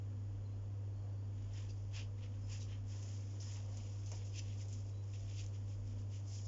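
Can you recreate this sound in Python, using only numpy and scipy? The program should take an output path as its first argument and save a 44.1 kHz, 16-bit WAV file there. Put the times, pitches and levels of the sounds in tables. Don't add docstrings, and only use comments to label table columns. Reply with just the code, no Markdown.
import sys
import numpy as np
from scipy import signal
from scipy.fft import rfft, irfft
from scipy.io import wavfile

SR = 44100
rng = np.random.default_rng(int(sys.argv[2]) if len(sys.argv) > 2 else 0)


def wav_out(sig):
    wavfile.write(sys.argv[1], SR, np.round(np.clip(np.atleast_2d(sig).T, -1, 1) * 32767).astype(np.int16))


N = 285541
TIME = np.arange(N) / SR

# frequency in Hz, relative level in dB per Hz.
CRINKLE_TONE = [(3300, -17), (4100, -18.5), (4800, -7.5), (5250, -1.5), (5600, -3.5), (6300, -4),
                (6900, -1.5), (7250, -4.5), (7550, -14.5), (7900, -32)]
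RUB_TONE = [(900, -35), (1400, -20.5), (1900, -6.5), (2150, -5), (2550, -1), (3300, -0.5), (3900, -9),
            (4600, -11.5), (7500, -30.5)]

# peak time in seconds, length in seconds, crinkling level in dB, rubbing level in dB.
MOVES = [(1.421, 0.16, -77.5, -75.5), (1.582, 0.13, -66.5, -65), (1.971, 0.081, -59, -58.5),
         (2.188, .025, -76, -68), (2.237, 0.072, -72, -67), (2.347, 0.08, -80, -75), (2.529, .1, -59, -65),
         (2.72, 0.093, -70, -65), (2.942, 0.13, -62.5, -69), (3.074, 0.21, -62, -71),
         (3.434, 0.073, -60.5, -69.5), (3.525, 0.14, -59.5, -64), (3.8, 0.18, -68, -70.5),
         (4.135, 0.16, -65, -69.5), (4.217, .05, -75, -67.5), (4.265, 0.048, -64, -79),
         (4.368, 0.048, -60.5, -62), (4.493, 0.14, -72.5, -67), (4.614, .05, -60.5, -66),
         (4.738, .1, -66.5, -74), (5.152, 0.043, -64.5, -64), (5.314, .075, -66, -64.5),
         (5.398, 0.098, -59.5, -64.5), (5.549, .05, -70, -72.5), (5.708, 0.078, -69.5, -72),
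         (5.896, 0.1, -69, -74.5), (5.992, 0.069, -69.5, -73), (6.15, 0.09, -64.5, -67.5),
         (6.35, 0.16, -58.5, -70), (6.465, .04, -57.5, -83)]
RISE_SHARE, ROUNDNESS = 0.44, 1.8

# time in seconds, crinkling level in dB.
STIRRING = [(1.3, -86), (1.73, -75.5), (2.1, -87.5), (2.65, -72), (2.83, -86), (3.15, -70.5), (4.25, -69),
            (4.85, -71.5), (4.97, -77.5), (5.23, -68), (5.62, -77), (6.07, -82.5), (6.4, -70)]
STIRRING_RUB_DB = -6

# peak time in seconds, rise in seconds,
# fall in seconds, level in dB, treble tilt in dB per octave.
STROKES = [(1.7, 0.013, 0.017, -61.5, 0.5), (1.968, 0.027, 0.061, -56, -8.5),
           (2.235, 0.014, 0.029, -62, -9.5), (2.52, 0.028, 0.058, -56.5, -9.5),
           (2.622, 0.021, 0.026, -58.5, 2), (3.415, 0.012, 0.016, -57.5, 10),
           (4.394, 0.044, 0.0076, -51.5, -5), (5.402, 0.035, 0.012, -55.5, -5.5)]
STROKE_TONE = [(900, -34), (1400, -26.5), (1900, -16), (2200, -10.5), (2600, 2.5), (3350, -0.5),
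               (4000, -6.5), (4600, 2.5), (5100, 3.5), (6200, 3.5), (7200, -3), (7800, -11.5)]

# peak time in seconds, half length in seconds, pitch in Hz, level in dB.
SQUEAKS = [(1.704, 0.007, 4780, -62), (2.243, 0.0056, 3360, -69), (2.446, 0.016, 5200, -69.5),
           (2.62, 0.013, 3900, -67.5), (3.417, 0.0095, 5200, -65), (3.476, .018, 5160, -63.5),
           (3.539, 0.016, 5120, -68), (4.389, 0.011, 6100, -54.5), (4.39, 0.014, 7130, -59)]

# start in seconds, level of the flutter in dB, centre in Hz,
# time for the flutter to fall by 60 dB in seconds.
SNAPS = [(1.537, -65.5, 5500, .05), (1.964, -53, 5300, 0.039), (2.227, -67, 2960, .06),
         (3.027, -59, 6500, .07), (3.403, -55.5, 5900, 0.035), (3.772, -57, 6800, 0.11),
         (4.061, -61, 6070, 0.28), (4.117, -50, 6100, 0.05), (4.6, -69, 6100, .16), (4.684, -60, 6700, .07),
         (4.727, -54, 6600, 0.09), (5.141, -76, 5500, .12), (5.464, -56, 6460, 0.014),
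         (6.115, -69, 5460, 0.092), (6.454, -72.5, 6200, .15)]

# peak time in seconds, length in seconds, level in dB.
FOLDS = [(1.07, 0.28, -70), (2.0, .09, -67), (2.98, .25, -72), (3.72, 0.45, -67), (4.18, .15, -73)]
DOUGH_TONE = [(200, -15), (380, 0), (650, 3.5), (1100, -7), (1800, -22.5), (3000, -37.5)]
SCRAPE_TONE = [(600, -12), (1000, -1.5), (1400, -7), (1850, -1.5), (2200, -6.5), (3000, -19.5), (4000, -27)]
PAT_TONE = [(110, -4), (180, 5), (300, 2), (550, -1), (950, -3), (1400, -16), (1850, -12), (2500, -13),
            (4000, -28)]
SCRAPE_DB = -5
SEALED_S, LET_GO_S = 3.7, 0.15
PAT_S, PAT_DB, PAT_T60 = 4.116, -52, 0.17

# start in seconds, length in seconds, first pitch in Hz,
# last pitch in Hz, level in dB.
WHISTLES = [(0.438, 0.04, 4180, 4170, -75), (0.474, 0.12, 4120, 4200, -85), (0.898, 0.19, 4430, 4360, -84),
            (1.067, 0.24, 4420, 4700, -82.5), (4.867, 0.19, 3830, 3970, -79)]

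# pitch in Hz, rms level in dB, unsteadiness from 0 to 1.
HUM = [(100, -44, 0.04), (44.04, -59.5, 0.5), (213.7, -75.5, 0.6), (245.2, -68, 0.4), (306.2, -75.5, 0.5),
       (383.3, -83.5, .5), (412, -93.5, 0.5), (486.8, -78, .5), (673.5, -83.5, 0.9)]
AIR_TONE = [(130, -8.5), (190, -6.5), (280, -2.5), (350, -9), (560, -7.5), (640, -14.5), (1000, -17.5),
            (1400, -24), (2200, -28), (3300, -27), (3900, -37), (4500, -41.5), (7800, -40)]
RUMBLE_TONE = [(10, -7), (22, -12.5), (30, -8.5), (45, -0.5), (75, -2.5), (90, -4.5), (130, -5.5),
               (190, -19.5)]
HISS_TONE = [(3900, -15), (4400, -7), (5300, -3), (6200, -6), (6800, 0.5), (7300, -9.5), (7800, -17)]
AIR_DB, RUMBLE_DB, HISS_DB = -63.5, -61, -79
EDGE_HZ = 7560


def handling():
    stirring = level(*np.transpose(STIRRING))
    s, length, crinkling_db, rubbing_db = np.transpose(MOVES)
    crinkling = np.hypot(stirring, swells(zip(s, length, crinkling_db)))
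    rubbing = np.hypot(amp(STIRRING_RUB_DB) * stirring, swells(zip(s, length, rubbing_db)))
    return crinkling, rubbing


def gloves(crinkling, rubbing, fizz_db=0.0, ticks_db=-13, rub_db=-0.2):
    fizz = coloured(slips(per_s=15000, spread_db=1.5, clump_db=2.0, clump_hz=69.0), CRINKLE_TONE)
    ticks = coloured(slips(per_s=82, spread_db=2.5, clump_db=1.5, clump_hz=16), CRINKLE_TONE)
    rub = coloured(slips(per_s=4000, spread_db=1.0, clump_db=2.0, clump_hz=113), RUB_TONE)
    crackle = amp(fizz_db) * fizz + amp(ticks_db) * ticks
    return crinkling * crackle + rubbing * amp(rub_db) * rub


def strokes():
    out = np.zeros(N)
    for s, rise, fall, db, tilt_db in STROKES:
        speed = np.exp(-((TIME - s) / np.where(TIME < s, rise, fall)) ** 2)
        rustle = slips(per_s=7000, spread_db=1.1, clump_db=1.4, clump_hz=180)
        out += amp(db) * speed * coloured(rustle, STROKE_TONE, tilt_db)
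    return out


def squeaks(width=0.0048):
    out = np.zeros(N)
    for s, half, hz, db in SQUEAKS:
        phase = 2 * np.pi * np.cumsum(hz * (1 + width * drift(400))) / SR
        tone = evened((1 + 0.34 * drift(220)) * np.sin(phase))
        out += amp(db) * np.exp(-((TIME - s) / half) ** 2) * tone
    return out


def snaps(crack=0.6, crack_t60=0.0076):
    out = np.zeros(N)
    for s, db, hz, t60 in SNAPS:
        tone = [(hz / 3, -24), (hz * 0.7, -12), (hz, 0), (hz * 1.15, -3), (hz * 1.3, -25)]
        film = coloured(rng.standard_normal(N), tone)
        out += amp(db) * film * (dying(s, t60) + crack * dying(s, crack_t60))
    return out


def pastry(rubbing):
    shuffle = coloured(slips(per_s=4300, spread_db=1.5, clump_db=-0.5, clump_hz=40.3), DOUGH_TONE)
    scrape = coloured(slips(per_s=7300, spread_db=2.0, clump_db=2.0, clump_hz=59), SCRAPE_TONE)
    touching = np.clip((SEALED_S - TIME) / LET_GO_S + 1, 0, 1)
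    pat = amp(PAT_DB) * dying(PAT_S, PAT_T60) * coloured(rng.standard_normal(N), PAT_TONE)
    return swells(FOLDS) * shuffle + amp(SCRAPE_DB) * touching * rubbing * scrape + pat


def whistles(waver=0.016, rough=0.5):
    out = np.zeros(N)
    for s, length, first_hz, last_hz, db in WHISTLES:
        progress = np.clip((TIME - s) / length, 0, 1)
        hz = (first_hz + (last_hz - first_hz) * progress) * (1 + waver * drift(200))
        tone = np.sin(2 * np.pi * np.cumsum(hz) / SR)
        out += amp(db) * np.sin(np.pi * progress) * (1 + rough * drift(80)) * tone
    return out


def kitchen(x, t60=0.25, wet_db=-10, board=0.035, board_s=0.001302):
    t = np.arange(SR // 2) / SR
    echoes = rng.choice([-1, 1], len(t)) * (rng.random(len(t)) < 2000 / SR)
    taps = echoes * (t > 0.004) * amp(-60 * t / t60)
    response = amp(wet_db) * taps / np.linalg.norm(taps)
    response[0] += 1
    response[round(board_s * SR)] += board
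    return signal.fftconvolve(x, response / np.linalg.norm(response))[:N]


def appliance():
    air = amp(AIR_DB) * coloured(rng.standard_normal(N), AIR_TONE)
    out = air + amp(RUMBLE_DB) * coloured(rng.standard_normal(N), RUMBLE_TONE)
    for hz, db, unsteady in HUM:
        waver = 1 - unsteady + unsteady * (drift(4.0) + 1j * drift(4.3))
        line = (waver * np.exp(2j * np.pi * (hz * TIME + rng.random()))).real
        out += amp(db) * evened(line)
    return out


def amp(db):
    return 10 ** (np.asarray(db) / 20)


def evened(x):
    return x / np.sqrt(np.mean(x ** 2) + 1e-20)


def coloured(x, points, tilt_db=0):
    octave = np.log2(np.fft.rfftfreq(N, 1 / SR) + 1)
    hz, db = np.transpose(points)
    shape = np.interp(octave, np.log2(hz), db, left=-70, right=-70) + tilt_db * (octave - 12)
    return evened(irfft(rfft(x) * amp(shape), N))


def drift(hz):
    keep_slow = np.exp(-(np.fft.rfftfreq(N, 1 / SR) / hz) ** 2)
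    return evened(irfft(rfft(rng.standard_normal(N)) * keep_slow, N))


def slips(per_s, spread_db, clump_db, clump_hz):
    size = amp(abs(spread_db) * np.minimum(rng.exponential(1, N), 4))
    clicks = size * rng.choice([-1, 1], N) * (rng.random(N) < per_s / SR)
    return clicks * amp(clump_db * drift(clump_hz))


def dying(s, t60):
    return (TIME >= s) * amp(-60 * np.maximum(TIME - s, 0) / t60)


def level(s, db):
    return amp(np.interp(TIME, s, db, left=-120, right=-120))


def swell(s, length):
    share = np.where(TIME < s, RISE_SHARE, 1 - RISE_SHARE)
    return np.exp(-abs((TIME - s) / (length * share)) ** ROUNDNESS)


def swells(rows):
    return np.sqrt(sum((amp(db) * swell(s, length)) ** 2 for s, length, db in rows))


def scene():
    crinkling, rubbing = handling()
    hands = gloves(crinkling, rubbing) + strokes() + squeaks() + snaps() + pastry(rubbing)
    return (kitchen(hands + whistles()) + appliance())[None]


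def record(dry):
    heard = dry + amp(HISS_DB) * coloured(rng.standard_normal(N), HISS_TONE)
    low_pass = signal.firwin(201, EDGE_HZ, window=("kaiser", 8), fs=SR)
    return signal.oaconvolve(heard, low_pass[None], "same")


dry = scene()
out = record(dry)
wav_out(out)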